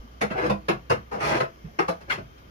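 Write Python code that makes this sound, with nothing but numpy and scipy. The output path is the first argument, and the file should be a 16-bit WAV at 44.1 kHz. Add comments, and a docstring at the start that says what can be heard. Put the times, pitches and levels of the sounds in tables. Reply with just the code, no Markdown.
"""Shoes on wooden stairs and planks in a small timber house, heard by a phone with two microphone ports.
Each footfall is a short rattle of contacts, each scuff a dense drag of them; both ring the boards and a
short, dry room. Single planks add notes of their own, as decaying sine tones. Underneath lie a low wavering
hum made from a sine, and a faint room hiss and thin whines made from narrow bands of noise."""
import sys
import numpy as np
from scipy import signal
from scipy.fft import rfft, irfft
from scipy.io import wavfile
from scipy.ndimage import uniform_filter1d

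SR = 44100
rng = np.random.default_rng(int(sys.argv[2]) if len(sys.argv) > 2 else 0)


def dump(signal):
    """Clip the signal to [-1, 1] and save it as 16-bit WAV at the path in sys.argv[1]."""
    limited = np.clip(np.atleast_2d(signal).T, -1, 1)
    pcm = np.round(limited * 32767).astype(np.int16)
    wavfile.write(sys.argv[1], SR, pcm)


def level_to_linear(level):
    """Convert decibel levels to linear amplitude factors, elementwise."""
    exponent = np.asarray(level, float) / 20
    return 10 ** exponent


N = 110250


def along(table, hz, column=1):
    """Reads a table at any frequency, on a log-frequency axis."""
    table = np.array(table, float)
    return np.interp(np.log(hz), np.log(table[:, 0]), table[:, column])


def unit(x):
    """Scales a sound to rms 1."""
    return x / np.sqrt(np.mean(x ** 2))


def band_noise(hz, width_hz, size):
    """Noise in a bell-shaped band, rms 1."""
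    f = np.fft.rfftfreq(size, 1 / SR)
    bell = np.exp(-((f - hz) / width_hz) ** 2)
    return unit(irfft(rfft(rng.standard_normal(size)) * bell, size))


def walk(rate):
    """Random levels, a new one every 1 / rate seconds, smoothed twice into a slow wander."""
    k = int(SR / rate)
    held = np.repeat(rng.standard_normal(N // k + 1), k)
    return 1.52 * uniform_filter1d(uniform_filter1d(held, k), k)[:N]


def add(out, sound, s):
    """Mixes a sound in at s seconds."""
    i = int(s * SR)
    out[:, i:i + sound.shape[1]] += sound[:, :N - i]


# How wide the sound is: side over mid [f/Hz, level/dB]
STEREO_WIDTH = [(60, -44), (125, -19.5), (250, -8.5), (500, 1), (900, 6.5), (1500, 6.5), (2500, -1),
                (5000, 1), (12000, 1.5)]
# How the two ports differ: left minus right [f/Hz, level/dB]
LEFT_OVER_RIGHT = [(60, -10.5), (110, 3), (200, -4), (380, 4), (700, 0), (1290, -0.5), (2380, 3),
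                   (4400, 6.5), (8120, 6.5), (15000, 7)]


def ports(mid, side, hz):
    """Left and right from the mid and side of one band, each port with its own strength at that pitch."""
    spread = level_to_linear(along(STEREO_WIDTH, hz)) * side * np.array([[1], [-1]])
    balance = level_to_linear(along(LEFT_OVER_RIGHT, hz) * np.array([[.5], [-.5]]))
    return (mid + spread) * balance


# Tone of the room floor, before its overall level is set [f/Hz, level/dB per Hz]
HISS_TONE = [(18, -32), (30, -10), (81, -3.5), (194, -9), (616, -17.5), (988, -25), (1190, -22.5),
             (1720, -25), (2060, -28), (3140, -26.5), (3490, -33.5), (6380, -35.5), (8080, -56),
             (9460, -47), (16000, -41)]
HISS_DB, HISS_FLICKER_DB = -51, 1.


def hiss():
    """Room floor: noise in narrow bands that flicker slightly, each on its own."""
    out = 0
    for hz in 32 * 2 ** np.arange(0, 9.1, 1 / 6):
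        mid, side = (band_noise(hz, hz / 13, N) for _ in range(2))
        level = level_to_linear(along(HISS_TONE, hz) + HISS_FLICKER_DB * walk(2.5))
        out = out + ports(mid, side, hz) * level * np.sqrt(hz)  # wider bands hold more power
    return unit(out) * level_to_linear(HISS_DB)


# Faint narrow bands in the floor, before they swell and spread over the ports [f/Hz, level/dB]
WHINE_BANDS = [(1190, -73.5), (2120, -75.5), (3150, -74)]
WHINE_WIDTH_HZ, WHINE_SWELL_DB = 60, 1.5


def whines():
    """Faint narrow bands of noise that swell and sink, perhaps a distant appliance."""
    out = 0
    for hz, db in WHINE_BANDS:
        mid, side = (band_noise(hz, WHINE_WIDTH_HZ, N) for _ in range(2))
        out = out + level_to_linear(db + WHINE_SWELL_DB * walk(4.08)) * ports(mid, side, hz)
    return out


# Course of the hum level, before its flutter [t/s, level/dB]
HUM_LEVEL = [(0.0, -36.5), (0.02, -49.5), (0.31, -49), (0.34, -58), (0.37, -44.5), (1.19, -53.5),
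             (1.31, -44), (1.51, -63), (1.67, -45), (1.73, -68), (1.78, -73), (1.87, -52), (1.94, -61),
             (2.04, -53), (2.38, -53.5), (2.42, -63), (2.46, -52), (2.5, -59)]
HUM_HZ, HUM_WAVER_HZ, HUM_FLUTTER_DB = 60.1, 3.71, 1


def hum():
    """A low sine that wavers in pitch and level, alike at both ports."""
    s, db = np.array(HUM_LEVEL).T
    phase = 2 * np.pi * np.cumsum(HUM_HZ + HUM_WAVER_HZ * walk(12)) / SR
    level = np.interp(np.arange(N) / SR, s, db) + HUM_FLUTTER_DB * walk(24.64)
    return np.sqrt(2) * np.sin(phase) * level_to_linear(level)


# Centres of the four registers: knock, thump, clack, grit [f/Hz]
REGISTER_CENTRES = [600, 150, 2200, 5000]


def shares(hz):
    """How much of a frequency belongs to each register; neighbours fade into each other."""
    order = np.argsort(REGISTER_CENTRES)
    centres = np.log(np.sort(REGISTER_CENTRES))
    return [np.interp(np.log(hz), centres, order == k) for k in range(4)]


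# Tone of struck wood, relative [f/Hz, level/dB per Hz]
WOOD_TONE = [(24, -37), (40, -17), (151, 3.5), (256, -5.5), (491, -0.5), (896, -8), (1300, -7), (1900, -9),
             (2840, -9.5), (3300, -19), (5310, -22), (8130, -36.5), (9690, -32), (14500, -48.5),
             (16000, -39.5)]
# Notes of the boards, relative; the t60 is capped below [f/Hz, level/dB, t60/s]
BOARD_MODES = [(135, -12, 0.72), (205.66, -11, 2.3), (361.4, -7.5, 0.18), (484, -2, 0.087),
               (660, -11, 0.27), (990, -18, 0.42), (1149, -10.5, 0.061), (1235, -28, 0.31)]
BOARDS_DB, BOARDS_T60_MAX_S = -12, 0.22  # level against the diffuse part
# Dying away and building up in the room [f/Hz, t60/s, build-up/s]
ROOM_DECAY = [(60, 0.33, 0.0092), (160, 0.3, 0.0044), (390, 0.16, 0.0047), (1060, .19, 0.0011),
              (2860, .17, 0.0005), (7660, 0.16, 0.00033)]


def responses(size=2 ** 14):
    """What one contact sets ringing, per register: diffuse wood and room, plus the board modes."""
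    t, diffuse, modes = np.arange(size) / SR, 0, 0
    for hz in 32 * 2 ** np.arange(0, 9.1, 1 / 3):
        t60 = along(ROOM_DECAY, hz)
        rise = abs(along(ROOM_DECAY, hz, column=2)) + 1e-4
        shape = unit((1 - np.exp(-t / rise)) * 1000. ** (-t / t60))
        mid, side = (band_noise(hz, hz / 7, size) * shape for _ in range(2))
        tail = ports(mid, side, hz) * level_to_linear(along(WOOD_TONE, hz)) * np.sqrt(hz)
        diffuse = diffuse + np.multiply.outer(shares(hz), tail)
    for hz, db, t60 in BOARD_MODES:
        a, b = rng.uniform(0, 2 * np.pi, 2)
        shape = (1 - np.exp(-t / 0.016)) * 1000. ** (-t / min(t60, BOARDS_T60_MAX_S))
        tone = ports(np.sin(2 * np.pi * hz * t + a), np.sin(2 * np.pi * hz * t + b), hz) * shape
        modes = modes + level_to_linear(db) * np.multiply.outer(shares(hz), tone)
    both = diffuse / diffuse[:2].std() + level_to_linear(BOARDS_DB) * modes / modes[:2].std()
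    energy = (both.mean(axis=1) ** 2).sum(axis=1)
    return both / np.sqrt(energy)[:, None, None]


def ring(force):
    """Contacts ring their own spot of the floor: registers x channels x samples."""
    return signal.fftconvolve(force[:, None, :], responses(), axes=2)


CONTACT_SCATTER_DB = 3.5  # how unequal the contacts are


def clicks(per_s, size):
    """Sparse contacts of either sign and scattered size; the first one lands at once."""
    hit, big, sign = rng.random((3, size))
    hit[0] = 0
    strength = level_to_linear(-CONTACT_SCATTER_DB * np.log(big + 0.016))
    return (hit < per_s / SR) * strength * np.sign(sign - .5)


# Soles dragging over the wood, one list per scuff, before the register gains
# [t/s, knock level/dB, thump level/dB, clack level/dB, grit level/dB]
SCUFF_PATHS = [
    [(0.34, -35, -50, -52, -67), (0.356, -34.5, -66, -48, -61), (0.384, -29, -49, -33.5, -50),
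     (0.4, -33, -42, -44, -55.5), (0.44, -27.5, -34, -35.5, -50.5), (0.452, -27, -35, -44, -47),
     (0.46, -33, -32, -39, -46), (0.488, -58, -26, -52, -65), (0.495, -34, -22, -28, -47)],
    [(1.13, -41.5, -45, -47, -62), (1.154, -35.5, -43, -58, -56), (1.184, -43, -48, -48, -69),
     (1.19, -49, -50, -52, -63)],
    [(1.19, -38, -58, -52, -59), (1.204, -31, -43, -36.5, -45.5), (1.252, -29.5, -33.5, -35, -40),
     (1.302, -27, -34, -34.5, -40.5), (1.334, -29, -30.5, -33, -44.5), (1.372, -27.5, -39, -36, -44),
     (1.395, -57, -54, -75, -57)],
    [(2.065, -67, -47, -79, -82), (2.075, -42, -48, -69, -72), (2.089, -42, -42, -50, -61),
     (2.097, -35.5, -55, -31, -41), (2.109, -42, -43, -31, -47), (2.121, -45.5, -48, -51, -44),
     (2.16, -51, -42.5, -45, -70)],
]
# Added to knock, thump, clack, grit [level/dB]
SCUFF_GAINS = [-1, -1, -1, -1]
DRAG_PER_S, DRAG_PATCHY_DB = 1500, 1.2


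def scuffs():
    """Dragged soles: stick-slip contacts whose pressure comes in patches."""
    out = np.zeros((2, N))
    for rows in map(np.array, SCUFF_PATHS):
        grit = clicks(DRAG_PER_S, SR // 2) * level_to_linear(DRAG_PATCHY_DB * walk(60.8)[:SR // 2])
        # even out the strength over 32 ms, so that the table leads the level
        power = np.maximum(uniform_filter1d(grit ** 2, int(0.032 * SR)), 0)
        grit = grit / np.sqrt(power + 0.0019)
        t = rows[0, 0] + np.arange(SR // 2) / SR
        db = [np.interp(t, rows[:, 0], rows[:, k + 1]) + SCUFF_GAINS[k] for k in range(4)]
        force = level_to_linear(np.array(db)) * grit * (t < rows[-1, 0])
        add(out, ring(force).sum(axis=0), max(rows[0, 0], 0))
    return out


CONTACTS_PER_S = 2500  # within a footfall or a plank note

# The plank under a foot sings its own note [t/s, f/Hz, energy level/dB, contact length/s, t60/s]
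PLANK_NOTES = [(.222, 477, -44.5, 0.024, 0.058), (0.23, 206.5, -47, .01, 0.16),
               (.308, 196, -50, 0.0072, 0.05), (0.347, 756, -50.5, 0.028, 0.15),
               (0.416, 316.2, -44.5, 0.021, 0.41), (.5, 199.7, -44.5, 0.018, 0.24),
               (.695, 336, -44.5, 0.013, 0.13), (0.699, 129, -49.5, 0.016, 0.24),
               (.905, 477.6, -44, .015, 0.18), (.905, 135, -51, .01, 0.26), (1.119, 804, -55, 0.028, .12),
               (1.298, 344, -49.5, 0.08, 0.2), (1.41, 138, -51.5, 0.0069, 0.13),
               (1.643, 159, -53, 0.0022, 0.074), (1.679, 705, -76.5, 0.0059, 0.081),
               (1.787, 340, -47, 0.009, 0.067), (1.79, 168, -54, 0.0068, 0.2),
               (1.885, 173, -50, 0.0087, 0.16), (2.111, 2130, -49, .012, 0.057),
               (2.1, 1520, -51, .008, 0.055), (2.12, 3270, -57, .006, 0.042),
               (0.019, 246.6, -65.5, 0.026, 0.14), (2.177, 360, -60, 0.0024, 0.033),
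               (2.177, 193.4, -58, 0.0035, 0.12)]
NOTE_RISE_CYCLES = 1.7


def notes():
    """Contacts ring one plank mode, slightly different at each port."""
    out, t = np.zeros((2, N)), np.arange(SR // 3) / SR
    for s, hz, db, length, t60 in PLANK_NOTES:
        force = np.exp(-(t / max(length, .001)) ** 2) * np.abs(clicks(CONTACTS_PER_S, t.size))
        shape = (1 - np.exp(-t * hz / NOTE_RISE_CYCLES)) * 1000. ** (-t / t60)
        mid = np.sin(2 * np.pi * hz * t)
        side = np.sin(2 * np.pi * (hz * t + rng.random()))
        tone = signal.fftconvolve(ports(mid, side, hz) * shape, force[None], axes=1)
        energy = (tone.mean(axis=0) ** 2).sum() / SR
        add(out, level_to_linear(db) * tone / np.sqrt(energy), s)
    return out


# Footfalls, energy before the register gains
# [t/s, knock level/dB, thump level/dB, clack level/dB, grit level/dB, contact length/s]
FOOTFALLS = [(0.208, -20, -36, -26.5, -38.5, 0.012), (0.3, -25.5, -36, -35.5, -52, 0.017),
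             (0.495, -16.5, -36, -33.5, -42.5, 0.0063), (0.682, -17.5, -30, -26, -39, 0.0092),
             (0.896, -14.5, -28.5, -26.5, -37, 0.02), (1.111, -25.5, -45, -44.5, -52.5, 0.026),
             (1.4, -18, -46.5, -29, -43, 0.0083), (1.641, -82, -40.5, -58, -75, 0.017),
             (1.786, -16.5, -44.5, -28, -41, 0.0073), (1.879, -17.5, -44, -36, -42, 0.01),
             (2.005, -43.5, -52, -57, -60.5, 0.0098), (2.101, -40, -59, -26, -41.5, 0.019),
             (2.176, -35.5, -39, -47, -61, 0.013), (2.374, -80, -92, -60, -65.5, 0.011)]
# Added to knock, thump, clack, grit [level/dB]
FOOTFALL_GAINS = [-24.5, -16, -21, -18.5]
LANDING_S = 0.0017  # the weight builds over this time


def footfalls():
    """A sole lands within moments, then rattles and dies away over the contact length."""
    out, t = np.zeros((2, N)), np.arange(SR // 10) / SR
    for s, *db, length in FOOTFALLS:
        weight = (1.1 - np.exp(-t / LANDING_S)) * np.exp(-(t / max(length, .002)) ** 2)
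        force = weight * clicks(CONTACTS_PER_S, t.size)
        parts = ring(np.tile(force, (4, 1)))
        # divide by each register's own strength, so that table and gains set its energy
        strength = np.sqrt((parts.mean(axis=1) ** 2).sum(axis=1) / SR)
        add(out, np.tensordot(level_to_linear(np.add(db, FOOTFALL_GAINS)) / strength, parts, 1), s)
    return out


def scene():
    """Background, scuffs, plank notes and footfalls together."""
    return hiss() + whines() + hum() + scuffs() + notes() + footfalls()


def roll_off(x):
    """The treble ends steeply here."""
    return signal.sosfilt(signal.butter(12, 16460, fs=SR, output="sos"), x)


NOTCH_HZ, NOTCH_Q, TOP_HZ = 7870, 18, 15350


def record(dry):
    """A narrow gap sounds near 8 kHz; the phone ends the treble with a steep top cut."""
    peak = signal.lfilter(*signal.iirpeak(NOTCH_HZ, NOTCH_Q, SR), dry)
    top_cut = signal.ellip(8, .2, 60, TOP_HZ, fs=SR, output="sos")
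    mix = signal.sosfilt(top_cut, dry - peak)
    return roll_off(mix)


dry = scene()
out = record(dry)
dump(out)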